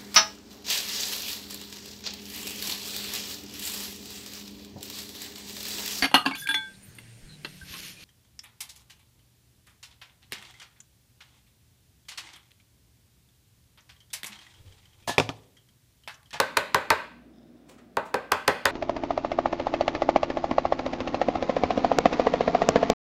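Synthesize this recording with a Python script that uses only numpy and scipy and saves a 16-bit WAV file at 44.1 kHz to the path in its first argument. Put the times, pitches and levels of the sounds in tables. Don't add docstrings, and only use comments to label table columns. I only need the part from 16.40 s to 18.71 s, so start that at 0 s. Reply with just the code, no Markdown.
import sys
import numpy as np
from scipy import signal
from scipy.fft import rfft, irfft, next_fast_len
from scipy.io import wavfile
from scipy.ndimage import map_coordinates

SR = 44100
rng = np.random.default_rng(int(sys.argv[2]) if len(sys.argv) > 2 else 0)


def output_pcm(signal):
    pcm = np.clip(np.atleast_2d(signal).T, -1, 1) * 32767
    wavfile.write(sys.argv[1], SR, np.round(pcm).astype(np.int16))


N = 101826


def amp(db):
    return 10 ** (np.asarray(db) / 20)


def unit(x):
    return x / np.sqrt(np.mean(x ** 2) + 1e-20)


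def along(points, hz):
    point_hz, value = np.transpose(points)
    return np.interp(np.log(hz + 1), np.log(point_hz + 1), value)


def filtered(x, response):
    size = next_fast_len(len(x) + 8192)
    hz = np.fft.rfftfreq(size, 1 / SR)
    return irfft(rfft(x, size) * response(hz), size)[:len(x)]


def hiss(spectrum):
    return unit(filtered(rng.standard_normal(N), lambda hz: amp(along(spectrum, hz))))


def wobble(knots_per_s):
    knots = rng.standard_normal(int(N * knots_per_s / SR) + 4)
    return map_coordinates(knots, [np.arange(N) * knots_per_s / SR])


MODE_SCATTER_DB = 1.5
RISE_CYCLES, SOFT_SLOPE = 0.15, 3.6


def ring(modes, t, corner_hz, pitch_scatter):
    hz, db, t60_s = np.transpose(modes)[:, :, None]
    level_draw, pitch_draw = rng.standard_normal((2, len(modes), 1))
    size = amp(db + MODE_SCATTER_DB * level_draw - 60 * t / t60_s)
    size = size / np.sqrt(1 + (hz / corner_hz) ** SOFT_SLOPE)
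    size = size * (-1.) ** np.arange(len(modes))[:, None]
    size = size * (1 - np.exp(-t * hz / RISE_CYCLES))
    return (size * np.sin(2 * np.pi * hz * (1 + pitch_scatter * pitch_draw) * t)).sum(0)


# (frequency [Hz], level [dB])
CLICK_SPECTRUM = [(1500, -12), (3000, 12.5), (4500, 16.5), (6500, 9.5), (8200, 7), (10000, 8), (12500, 8.5),
                  (14500, -1.5), (17000, -11.5)]
# (frequency [Hz], level [dB], t60 [s])
HOLDER_MODES = [(1270, -5.5, 0.0086), (1544, -3, 0.032), (1771, -4.5, .015), (1989, -4, 0.013),
                (2488, -3, 0.013), (2820, -10.5, 0.0091), (3594, -4.5, .012), (4830, -13, 0.0032),
                (5520, -13.5, .008)]
FLEX_MODES = [(900, -6, 0.035), (1001, 0, 0.018), (1163, -3.5, 0.015)]
TABLETOP_MODES = [(125, -22.5, 0.038), (190, -23.5, .05), (265.6, -24, 0.063), (421, -11.5, 0.026),
                  (527, -10.5, .035), (603, -8.5, .03), (700, -14.5, .03), (789.6, -11.5, 0.028)]
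LINGER_MODES = [(85.4, -27, .2), (414.6, -30.5, 0.26), (540, -27, .2), (628, -30.5, 0.11),
                (611.5, -25, 0.29), (780, -29.5, 0.36), (950, -26.5, 0.18), (984, -26.5, .22),
                (1300, -27, 0.39), (1404, -29, 0.16), (1526, -26, 0.15), (1476, -27.5, .28),
                (1650, -34, 0.28), (1900, -30, .25), (2097, -32.5, .25)]
KNOCK_SCATTER, LINGER_SCATTER = .012, .002
BOUNCE_S, BOUNCE_DB, BOUNCE_HZ = .0014, -22, 7080
CHATTER_DB, CHATTER_T60_S = -10, 0.018
CLICK_REACH = 11.7
PRE_SAMPLES = 32


def contact(click_db, knock_db, corner_hz, table_db, flex_db):
    t = np.arange(SR // 2) / SR

    def late(x):
        return np.pad(x, (PRE_SAMPLES, 0))[:len(t)]

    def click_response(hz):
        bounce = amp(BOUNCE_DB) * np.exp(-2j * np.pi * hz * BOUNCE_S) / (1 + (hz / BOUNCE_HZ) ** 2)
        softness = 1 + (hz / corner_hz / CLICK_REACH) ** 2
        return 1j * amp(along(CLICK_SPECTRUM, hz)) * (1 + bounce) / softness

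    chatter = amp(-60 * t / CHATTER_T60_S) * rng.standard_normal(len(t))
    strike = late((t == 0) + amp(CHATTER_DB) * chatter / np.linalg.norm(chatter))
    click = filtered(strike, click_response)
    knock = ring(HOLDER_MODES, t, corner_hz, KNOCK_SCATTER)
    knock = knock + amp(flex_db) * ring(FLEX_MODES, t, corner_hz, KNOCK_SCATTER)
    knock = knock + amp(table_db) * ring(TABLETOP_MODES, t, corner_hz, KNOCK_SCATTER)
    linger = ring(LINGER_MODES, t, corner_hz, LINGER_SCATTER)
    return amp(click_db) * click + amp(knock_db) * late(knock), amp(knock_db) * late(linger)


# (frequency [Hz], t60 [s])
LATE_T60 = [(60, 0.5), (200, 0.1), (500, 0.42), (1200, 0.45), (3000, 0.56), (6000, 0.44), (12000, 0.39)]
# (frequency [Hz], level [dB])
ROOM_COLOUR = [(60, 0), (200, 3.5), (500, 5.5), (1000, -1), (2000, 1), (3500, -0.5), (5800, -11),
               (7200, -5.5), (11000, -13.5), (15700, -9), (16100, -54.5)]
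EARLY_DB, EARLY_T60_S, EARLY_RISE_S = -5.5, 0.12, 0.0049
LATE_DB, LATE_RISE_S = -7, 0.011


def room(x):
    hz, frame_s, bins = signal.stft(rng.standard_normal(SR // 2), SR, nperseg=128)
    decay = amp(-60 * frame_s / along(LATE_T60, hz)[:, None])
    late = signal.istft(bins * decay, SR, nperseg=128)[1]
    t = np.arange(len(late)) / SR
    early = np.clip(t / EARLY_RISE_S, 0, 1) ** 2 * amp(-60 * t / EARLY_T60_S)
    early = early * rng.standard_normal(len(t))
    early = amp(EARLY_DB) * early / np.linalg.norm(early)
    late = amp(LATE_DB) * np.clip(t / LATE_RISE_S, 0, 1) ** 2 * late / np.linalg.norm(late)
    tail = filtered(early + late, lambda hz: amp(along(ROOM_COLOUR, hz)))
    return signal.fftconvolve(x, tail)


# (time [s], click level [dB], knock level [dB], softness corner [Hz],
# tabletop weight [dB], flex weight [dB])
TAP_CONTACTS = [(-.0012, -17.5, -12.5, 2600, 5, 0), (.0023, -5, -14, 3240, -14, 4.5),
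                (0.1611, -70, -30.5, 700, -2, -9), (0.169, -22, -13, 3200, -1.5, 5.5),
                (0.1723, -4.5, -13.5, 2940, 3, -7), (0.3452, -15, -8.5, 2780, -0.5, -1),
                (0.3462, -7.5, -15.5, 3000, 5.5, 3), (0.5037, -5.5, -12.5, 2930, 3, -1),
                (.5046, -11, -10.5, 3070, -9, -3), (0.5069, -28, -12, 2477, -1, 6),
                (1.57, -19, -14.5, 1667, 5.5, 2.5), (1.5728, -72, -34.5, 1500, 6.5, 15.5),
                (1.734, -70, -38.5, 700, 6, -17), (1.7412, -34.5, -17, 2000, 6.5, 0.5),
                (1.7435, -16.5, -19, 2120, 9.5, 0.5), (1.915, -77, -29, 800, 1.5, 15),
                (1.9174, -38, -20, 2560, 1, 6), (1.9199, -6, -11.5, 2445, 2, 3),
                (1.9213, -18.5, -23, 2010, -28.5, -14), (2.0772, -24.5, -17, 2620, 0, -11),
                (2.0796, -4, -9, 2780, 4.5, -1), (2.252, -70, -30.5, 795, 21, -8),
                (2.2552, -6.5, -14.5, 3040, -15, 5.5), (2.2558, -12.5, -8, 2980, -4.5, -3)]
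LEAD_SAMPLES = 2048


def taps():
    out = np.zeros(N + LEAD_SAMPLES + 2 * SR)
    for time_s, *how in TAP_CONTACTS:
        dry, linger = contact(*how)
        start = round(time_s * SR) + LEAD_SAMPLES - PRE_SAMPLES
        wet = room(dry)
        out[start:start + len(dry)] += dry + linger
        out[start:start + len(wet)] += wet
    return out[LEAD_SAMPLES:LEAD_SAMPLES + N]


# (frequency [Hz], relative density [dB per Hz])
AIR_SPECTRUM = [(20, -55), (50, -16), (103, -14.5), (160, -8.5), (200, -7.5), (238, 0.5), (265, -7.5),
                (295, -3), (345, -7), (400, -15.5), (540, -16.5), (690, -15), (850, -28), (1300, -29),
                (2700, -36), (4500, -39), (7000, -43.5), (15600, -46.5), (16100, -72)]
# (frequency [Hz], mean rms level [dB])
HUM_LINES = [(59.5, -61.5), (119, -71), (242, -64), (286, -70)]
AIR_DB = -55
WAVER_DB, WAVER_KNOTS_PER_S = 2.5, 3.6


def air():
    t = np.arange(N) / SR
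    hum = 0
    for hz, db in HUM_LINES:
        level = amp(db + WAVER_DB * wobble(WAVER_KNOTS_PER_S))
        hum = hum + np.sqrt(2) * np.sin(2 * np.pi * hz * t) * level
    return amp(AIR_DB + 0.496 * wobble(2.2)) * hiss(AIR_SPECTRUM) + hum


# (time [s], level [dB])
TICK_PULSES = [(.961, -23), (.985, -18), (1.031, -20)]
# (frequency [Hz], width [Hz], level before squaring [dB])
WHIR_RESONANCES = [(1500, 500, -9), (3600, 550, -5.5), (5050, 550, -7.5)]
# (time [s], level [dB])
WHIR_NOISE_LEVEL = [(0.899, -104.5), (.94, -77), (1.049, -78), (1.19, -82.5), (1.241, -85)]


def whir():
    def case(hz):
        total = 0
        for centre_hz, width_hz, db in WHIR_RESONANCES:
            band = 1j * hz * width_hz
            total = total + amp(db) * band / (centre_hz * centre_hz - hz * hz + band)
        return total ** 2

    time_s, level_db = np.transpose(WHIR_NOISE_LEVEL)
    ticks = np.zeros(N)
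    for tick_s, tick_db in TICK_PULSES:
        ticks[round(tick_s * SR)] = amp(tick_db)
    level = amp(np.interp(np.arange(N) / SR, time_s, level_db) + 3 * wobble(46))
    noise = unit(filtered(rng.standard_normal(N), case))
    return filtered(ticks, case) + level * noise


# (peak time [s], level [dB], rise over the last 20 dB [s], fall t60 [s], treble corner [Hz])
BRUSH_STROKES = [(1.297, -47.5, 0.013, 0.041, 16000), (1.314, -56, 0.012, 0.2, 14000),
                 (1.34, -63, 0.012, 0.11, 8000), (1.385, -52.5, 0.011, 0.14, 5000),
                 (1.659, -53, 0.014, 0.18, 16000), (1.754, -42, 0.0052, .03, 12000)]
# (frequency [Hz], relative density [dB per Hz])
BRUSH_SPECTRUM = [(500, -1), (1300, -1.5), (2500, -5.5), (5000, -8.5), (8000, -6), (12000, -14),
                  (15800, -12), (16100, -60)]
GRIT_DB, GRIT_KNOTS_PER_S = 1, 610
BRUSH_ROOM_DB = 1.5


def brushes():
    t, dry = np.arange(N) / SR, 0
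    for peak_s, db, rise_s, t60_s, corner_hz in BRUSH_STROKES:
        grit = unit(amp(GRIT_DB * wobble(GRIT_KNOTS_PER_S)) * hiss(BRUSH_SPECTRUM))
        grit = filtered(grit, lambda hz: 1 / (1 + (hz / corner_hz) ** 2))
        swell_db = np.where(t < peak_s, -20 * (peak_s - t) / rise_s, -60 * (t - peak_s) / t60_s)
        dry = dry + grit * amp(db + swell_db)
    return dry + amp(BRUSH_ROOM_DB) * room(dry)[:N]


def scene():
    return (taps() + air() + whir() + brushes())[None]


LOW_HZ, TOP_HZ = 60, 17100
CEILING, KNEE = .72, 4


def record(dry):
    x = filtered(dry[0], lambda hz: (1j * hz / (LOW_HZ + 1j * hz)) ** 2)
    x = x / (1 + np.abs(x / CEILING) ** KNEE) ** (1 / KNEE)
    return filtered(x, lambda hz: hz < TOP_HZ)[None]


dry = scene()
out = record(dry)
output_pcm(out)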